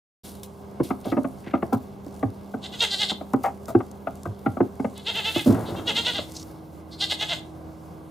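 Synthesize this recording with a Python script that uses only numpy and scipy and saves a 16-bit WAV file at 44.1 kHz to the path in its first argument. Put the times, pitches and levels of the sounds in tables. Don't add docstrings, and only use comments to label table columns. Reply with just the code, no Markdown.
import sys
import numpy as np
from scipy import signal
from scipy.io import wavfile
from scipy.ndimage import uniform_filter1d

SR = 44100
rng = np.random.default_rng(int(sys.argv[2]) if len(sys.argv) > 2 else 0)


def wav_record(signal):
    frames = np.transpose(np.atleast_2d(signal))
    bounded = np.clip(frames, -1, 1)
    quanta = np.round(bounded * 32767).astype(np.int16)
    wavfile.write(sys.argv[1], SR, quanta)


N = 357562


def amp(db):
    return 10 ** (np.asarray(db) / 20)


def rms_one(x):
    return x / np.sqrt(np.mean(x ** 2) + 1e-20)


def at_hz(points, hz):
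    points = np.array(points)
    return np.interp(np.log(hz), np.log(points[:, 0]), points[:, 1])


def add(out, s, x):
    i = round(s * SR)
    out[..., i:i + x.shape[-1]] += x[..., :N - i]


def drift(rate_hz):
    pole = np.exp(-80 * np.pi * rate_hz / SR)
    white = rng.standard_normal(N // 40 + 2002)
    slow = signal.lfilter([1], [1, -2 * pole, pole * pole], white)[2000:]
    return np.interp(np.arange(N) / 40, np.arange(len(slow)), rms_one(slow))


def resonance(x, hz, width_hz):
    r = np.exp(-np.pi * width_hz / SR)
    zeros = np.array([1, 0, -1]) * (1 - r * r) / 2
    return signal.lfilter(zeros, [1, -2 * r * np.cos(2 * np.pi * hz / SR), r * r], x)


def banded_noise(spectrum, patchy_db, low_hz, count):
    # hz, likeness (ratio)
    likeness = [(300, 0.71), (1400, 0.16), (3100, 1), (15000, 0.62)]
    out, together = 0, drift(7.3)
    white = rng.standard_normal((2, 2, N))
    for k in range(count):
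        low = low_hz * 2 ** (k / 2)
        band = signal.butter(2, [low, low * np.sqrt(2)], "band", fs=SR, output="sos")
        mid, side = signal.sosfilt(band, white[k % 2])
        centre_hz = low * 2 ** (1 / 4)
        alike = np.clip(at_hz(likeness, centre_hz), -1, 1)
        gain = amp(at_hz(spectrum, centre_hz) + patchy_db * (together + drift(4.0)))
        out = out + gain * (np.sqrt(1 + alike) * mid + np.sqrt(1 - alike) * side * [[1], [-1]])
    return rms_one(out)


def cavity(source, resonances, shift=1):
    out = 0
    for k, (hz, width_hz, db) in enumerate(resonances):
        ring = resonance(resonance(source, hz * shift, width_hz), hz * shift, 4 * width_hz)
        out = out + (-1) ** k * amp(db) * ring
    return out


def breath_rasp(excitation, shift, treble_db):
    # centre_hz (before the mouth shift), width_hz, level_db (before treble_db)
    rasp_bands = [(3720, 1160, -9.5), (5070, 180, -21), (6410, 2920, -15), (9900, 42000, -25.5)]
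    out = 0
    for hz, width_hz, db in rasp_bands:
        band = resonance(resonance(excitation, hz * shift, width_hz), hz * shift, 2 * width_hz)
        out = out + amp(db + treble_db * (hz > 4810)) * rms_one(band)
    return out


def glottis(t, length, middle_hz, glide_hz, rough):
    chance = rng.standard_normal((3, len(t)))
    wobble = rms_one(uniform_filter1d(chance[0], size=350))
    arch = 1 + rng.uniform(.03, .19) * (np.exp(-(2 * t / length) ** 2) - .5)
    ends_hz = [middle_hz - glide_hz / 2, middle_hz + glide_hz / 2]
    pitch = np.interp(t, [-length / 2, length / 2], ends_hz) * arch * (1 + .022 * rough * wobble)
    phase = np.cumsum(pitch) / SR
    shimmer = amp(4 * rough * rms_one(uniform_filter1d(chance[1], size=100)))
    harmonics = np.arange(1, 30)[:, None]
    pulses = rms_one(shimmer * np.cos(2 * np.pi * harmonics * phase).sum(axis=0))
    breath = rms_one(chance[2] * np.exp(-6 * (phase % 1)))
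    return pulses, breath


def bleats(low_lag_s=0.006, closing=0.032, voiced_rasp=1.1, throat_db_per_shift=-40):
    # centre_s, length_s, level_db (mouth rms ahead of its swell), pitch_hz and glide_hz across
    throbs = [(2.649, 0.036, -35, 360.6, -33, 1.03), (2.743, 0.038, -36, 474, -4, 0.97),
              (2.827, 0.043, -17, 440, -41.5, 0.97), (2.933, 0.047, -23, 388, -12, 1.1),
              (3.018, 0.05, -20.5, 401.2, -19, 1.04), (3.1, 0.024, -23, 353.8, -40.5, 1.046),
              (4.983, 0.052, -44.5, 411.3, 24, 1.02), (5.087, 0.04, -23.5, 429, 35.5, 0.94),
              (5.177, 0.056, -23.5, 417, 30.5, 0.92), (5.275, 0.054, -22.5, 429.3, 34.5, 0.93),
              (5.377, 0.055, -24.5, 414, 7, 0.93), (5.682, 0.044, -41.5, 355, 9.5, 1.05),
              (5.78, 0.038, -40, 446, -17.5, 0.92), (5.891, 0.033, -20, 454.3, -62.5, 0.93),
              (5.979, 0.041, -19, 444, 65, 0.96), (6.078, 0.052, -20.5, 462.5, 45.5, 0.96),
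              (6.167, 0.057, -27, 376.4, -39, 0.99), (6.934, 0.035, -44, 331, 31, 1.2),
              (7.028, 0.04, -21, 386, 29, 1.07), (7.117, 0.031, -19.5, 400, 42, 1.05),
              (7.22, 0.044, -24.5, 414.4, 29, 0.95), (7.315, 0.056, -25.5, 317.1, -30, .98)]
    # time_s, roughness (0-1), treble_db, peak_lateness (-1 to 1)
    voice_hold = [(2.65, 0.54, -0.5, 0.3), (2.829, 0.37, -1, -0.5), (3.099, 0.5, -3, 0.7),
                  (5.09, 0.38, -6, 0.1), (5.889, 0.26, -3, -0.2), (6.17, 0.54, -4.5, 0.3),
                  (6.93, 0.34, -4, 0.5), (7.32, 0.7, -1, -0.1)]
    # hz, width_hz, level_db (before the mouth opens)
    throat_modes = [(650, 172, 4.5), (1540, 236, -4.5), (2076, 92, 5.5)]
    # hz (before the mouth shift), width_hz, level_db
    mouth_modes = [(2943, 400, 6), (3610, 320, 12), (4150, 200, 1.5), (4810, 830, -7)]
    out = np.zeros(N)
    when, *manner = np.transpose(voice_hold)
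    t = np.arange(-.1, .1, 1 / SR)
    for s, length, level_db, middle_hz, glide_hz, shift in throbs:
        rough, treble_db, lateness = (np.interp(s, when, column) for column in manner)
        pulses, breath = glottis(t, length, middle_hz, glide_hz, rough)
        through = t / length + .5
        rough = np.clip(rough + .13 * np.clip(through, 0, 2) ** 2, 0, 1)
        source = np.sqrt(1 - rough ** 2) * pulses + rough * breath

        wide = cavity(source, mouth_modes, shift + closing)
        narrow = cavity(source, mouth_modes, shift - closing)
        mouth = wide + np.clip(through, 0, 1) * (narrow - wide)
        throat = amp(throat_db_per_shift * (shift - 1)) * cavity(source, throat_modes)
        rasp = breath_rasp(breath + voiced_rasp * source, shift, treble_db) * np.std(mouth)

        lateness, reach = np.clip(lateness, -.9, .9), 0.53 * length
        u = t - lateness * reach
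        mouth_swell = np.exp(-(abs(u) / (reach * (1 - lateness * np.sign(u)))) ** 4.0)
        throat_swell = np.exp(-(abs(t - low_lag_s) / (.5 * length)) ** 2)
        rasp_swell = np.exp(-(t / (np.where(t < 0, .7, 1.1) * length)) ** 2)
        throb = mouth * mouth_swell + rasp * rasp_swell + throat * throat_swell
        add(out, s + t[0], throb * amp(level_db) / np.std(mouth))
    return out


def knocks(deep_db=-16, soft_hz=1800, lag_s=0.00256, knock_contact_s=0.0045):
    # time_s, peak_db (middle modes), upper_modes_db (against the middle)
    hoof_knocks = [(0.797, -8, -21), (0.903, -15.5, -2.5), (1.242, -18, -5.5), (1.622, -15, -1.5),
                   (2.06, -26, -31), (2.226, -14, -3), (2.537, -21, -2.5), (3.112, -25.5, 3.5),
                   (3.207, -30, 5.5), (3.333, -8.5, -6.5), (3.746, -3, -9.5), (3.801, -35.5, 14),
                   (4.068, -32.5, 16), (4.253, -24, -0.5), (4.459, -12.5, -1.5), (4.567, -24, 4),
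                   (4.6, -7, -28), (4.794, -17, -5.5), (4.843, -16.5, -2), (5.357, -13.5, -8.5),
                   (6.183, -24.5, 2)]
    # as above, then contact_s (the push fades over 2.62 contacts)
    skids = [(1.049, -19.5, -6, 0.015), (1.117, -15, -5.5, 0.0074), (1.164, -14, -3.5, 0.0082),
             (1.463, -24.5, -15, 0.0051), (1.533, -11.5, -0.5, 0.007), (1.722, -12, -3.5, 0.01),
             (3.437, -35.5, 22.5, 0.016), (3.678, -31.5, 6.5, 0.012), (5.456, -7, -35, 0.027)]
    # hz (before detuning), level_db (before chance and group levels), t60_s
    stand_modes = [(126, 14, 0.105), (256, 0, 0.033), (634, -4, 0.037), (724, 4.5, 0.024),
                   (860, -5.5, 0.027), (1189, 1, 0.015), (1850, -5, 0.0041)]
    out, t = np.zeros(N), np.arange(SR // 2) / SR
    edges_hz = [60, 190, 450]
    soft = signal.butter(3, soft_hz, fs=SR, output="sos")
    contacts = [(*knock, knock_contact_s) for knock in hoof_knocks] + skids
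    for s, peak_db, upper_db, contact_s in contacts:
        push = np.minimum(t / 0.0038, 1) * np.exp(-(t / (2.62 * contact_s)) ** 2.25)
        force = rng.standard_normal(len(t)) * push
        groups = np.zeros((len(edges_hz), len(t)))
        chances = rng.standard_normal((len(stand_modes), 2))
        for (hz, db, t60), (luck, spot) in zip(stand_modes, chances):
            hz = hz * (1 + .05 * spot)
            width_hz = np.log(1000) / (np.pi * t60)
            mode = resonance(resonance(force, hz, width_hz), hz, 6 * width_hz)
            groups[np.searchsorted(edges_hz, hz) - 1] += amp(db + 3 * luck) * rms_one(mode)
        levels_db, lags_s = [deep_db, 0, upper_db], [2 * lag_s, lag_s, 0]
        for group, db, lag in zip(signal.sosfilt(soft, groups), levels_db, lags_s):
            add(out, s + lag, amp(peak_db + db) * group / abs(group).max())
    return out


def thuds(boom_hz=105, width_hz=55, push_s=0.0089):
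    # time_s, peak_db
    heavy_steps = [(1.74, -24), (2.244, -24), (4.268, -26.5), (4.471, -22), (5.468, -15)]
    out, t = np.zeros(N), np.arange(SR // 4) / SR
    for s, peak_db in heavy_steps:
        push = rng.standard_normal(len(t)) * t * np.exp(-t / push_s)
        boom = resonance(resonance(push, boom_hz, width_hz), boom_hz, width_hz)
        add(out, s, amp(peak_db) * boom / abs(boom).max())
    return out


def landing():
    # time_s, level_db (at the start, before the grain), fading_s, dullness_hz
    s, level_db, fading_s, dull_hz = (5.5, -27.5, 0.34, 339)
    t = np.arange(N) / SR - s
    band = signal.butter(1, [70, dull_hz], "band", fs=SR, output="sos")
    dull = signal.sosfilt(band, rng.standard_normal(N))
    dull = signal.sosfilt(signal.butter(2, 1300, fs=SR, output="sos"), dull)
    grain = amp(level_db + 2.2 * drift(30))
    return rms_one(dull) * grain * np.exp(-np.maximum(t, 0) / fading_s) * (t > 0)


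def lean(x, tilt_db=6, split_hz=440):
    upper = signal.sosfilt(signal.butter(2, split_hz, "high", fs=SR, output="sos"), x)
    side_db = tilt_db * np.array([[.5], [-.5]])
    return amp(side_db) * upper + amp(-side_db / 5) * (x - upper)


def scuffs():
    # time_s, length_s, level_db (rms ahead of the swell), centre_hz
    slides = [(1.033, 0.097, -49.5, 3140), (1.426, 0.17, -48.5, 1800), (6.334, 0.106, -43, 5100)]
    out = np.zeros(N)
    for s, length, level_db, hz in slides:
        swell = signal.windows.tukey(round(length * SR), .3)
        slips = rng.standard_normal(len(swell)) * amp(5 * drift(60)[:len(swell)])
        hiss = rms_one(resonance(resonance(slips, hz, .5 * hz), hz, hz))
        add(out, s, amp(level_db) * swell * hiss)
    return out


def straw():
    # time_s, level_db (before the crackles)
    rustle = [(.5, -63.5), (4.9, -61), (5.4, -45.5), (5.8, -55), (6.4, -53.5), (6.6, -64.5)]
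    # (relative, per Hz)
    rustle_colour = [(1500, -8), (3000, 0), (16000, -2)]
    # time_s, level_db (before onset, fade and crackles), fading_s
    bursts = [(0.228, -46, 0.1), (0.431, -44.5, 0.025), (0.831, -46, 0.053), (1.05, -53.5, 0.11),
              (1.727, -44, 0.02), (3.434, -46.5, 0.045), (3.68, -47, 0.03), (5.458, -42, 0.038)]
    # time_s, peak_db (before panning)
    snaps = [(1.013, -42), (3.3343, -30), (3.6567, -35), (3.914, -36), (4.155, -37), (4.233, -31.5),
             (4.9781, -32), (6.32, -31), (6.358, -42)]
    t = np.arange(N) / SR
    level = amp(np.interp(t, *np.transpose(rustle)))
    for s, level_db, fading_s in bursts:
        burst = np.minimum(t[:SR] / 0.0022, 1) * np.exp(-(t[:SR] / fading_s) ** 2)
        add(level, s, amp(level_db) * burst)

    ticks = (rng.random(N) < 90 / SR) * rng.exponential(1, N) * (t < rustle[-1][0])
    crackle = signal.lfilter([1], [1, -np.exp(-1 / (.0015 * SR))], ticks)
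    level = level * (1 + .9 * crackle)
    out = level * banded_noise(rustle_colour, patchy_db=1.5, low_hz=1040, count=8)

    u = t[:SR // 20]
    chances = rng.uniform([5000, -4], [10000, 4], (len(snaps), 2))
    for (s, peak_db), (hz, pan_db) in zip(snaps, chances):
        snap = resonance(rng.standard_normal(len(u)) * np.exp(-u / 0.0019), hz, hz)
        add(out, s, amp(peak_db + pan_db * np.array([[1], [-1]])) * snap / abs(snap).max())
    return out


def pen(x, t60, dull_hz, spread):
    t = np.arange(SR // 2) / SR
    mid, side = rng.standard_normal((2, len(t))) * amp(-60 * t / t60) * (t > .008)
    dull = signal.butter(1, dull_hz, fs=SR, output="sos")
    tail = signal.sosfilt(dull, mid + spread * side * [[1], [-1]])
    tail = tail / np.sqrt(np.sum(tail ** 2) / 2)
    return signal.fftconvolve(x[None], tail, axes=1)[:, :N]


def hum(lines, waver_db):
    t = np.arange(N) / SR
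    out = 0
    for hz, db in lines:
        out = out + np.sqrt(2) * amp(db + waver_db * drift(4.5)) * np.sin(2 * np.pi * hz * t)
    return out


def fading_hums():
    # hz, level_db (rms, before wavering, fading and panning)
    first_hum = [(80.7, -51), (199.2, -46.5), (398.4, -52)]
    second_hum = [(80.7, -50), (161.5, -51), (317.6, -47.5)]
    # start_s, end_s
    fade_s = (5.23, 5.3)
    fade = np.interp(np.arange(N) / SR, fade_s, [0, 1])
    return (1 - fade) * hum(first_hum, waver_db=1.2) + fade * hum(second_hum, waver_db=1.2)


def distant_rumble(level_db=-43.5):
    # (relative, per Hz)
    rumble_colour = [(25, -49), (60, -3), (150, 1.5), (400, -5.5), (800, -6.5), (1500, -24), (6000, -42.5)]
    return amp(level_db) * banded_noise(rumble_colour, patchy_db=.8, low_hz=25.3, count=16)


def scene():
    voice = bleats()
    hooves = knocks() + thuds() + landing()
    hums = fading_hums()
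    near = voice * amp([[-.2], [.2]]) + lean(hooves)
    voice_echoes = amp(-12.5) * pen(voice, t60=0.26, dull_hz=5840, spread=0.75)
    hoof_echoes = amp(-18.5) * pen(hooves, t60=0.18, dull_hz=1080, spread=0.48)
    background = (hums + distant_rumble()) * amp([[-.7], [.7]])
    return near + voice_echoes + hoof_echoes + straw() + scuffs() + background


def record(dry, start_s=0.2336, cutoff_hz=15900):
    # hz, width_hz
    housing_dips = [(1800, 133), (2400, 130), (3050, 80)]
    x = signal.sosfilt(signal.butter(2, 50, "high", fs=SR, output="sos"), dry)
    for hz, width_hz in housing_dips:
        x = x - resonance(x, hz, width_hz)
    x = x * np.clip((np.arange(N) / SR - start_s) / 0.016, 0, 1)
    return signal.sosfilt(signal.cheby2(14, 70, cutoff_hz * 1.03, fs=SR, output="sos"), x)


dry = scene()
out = record(dry)
wav_record(out)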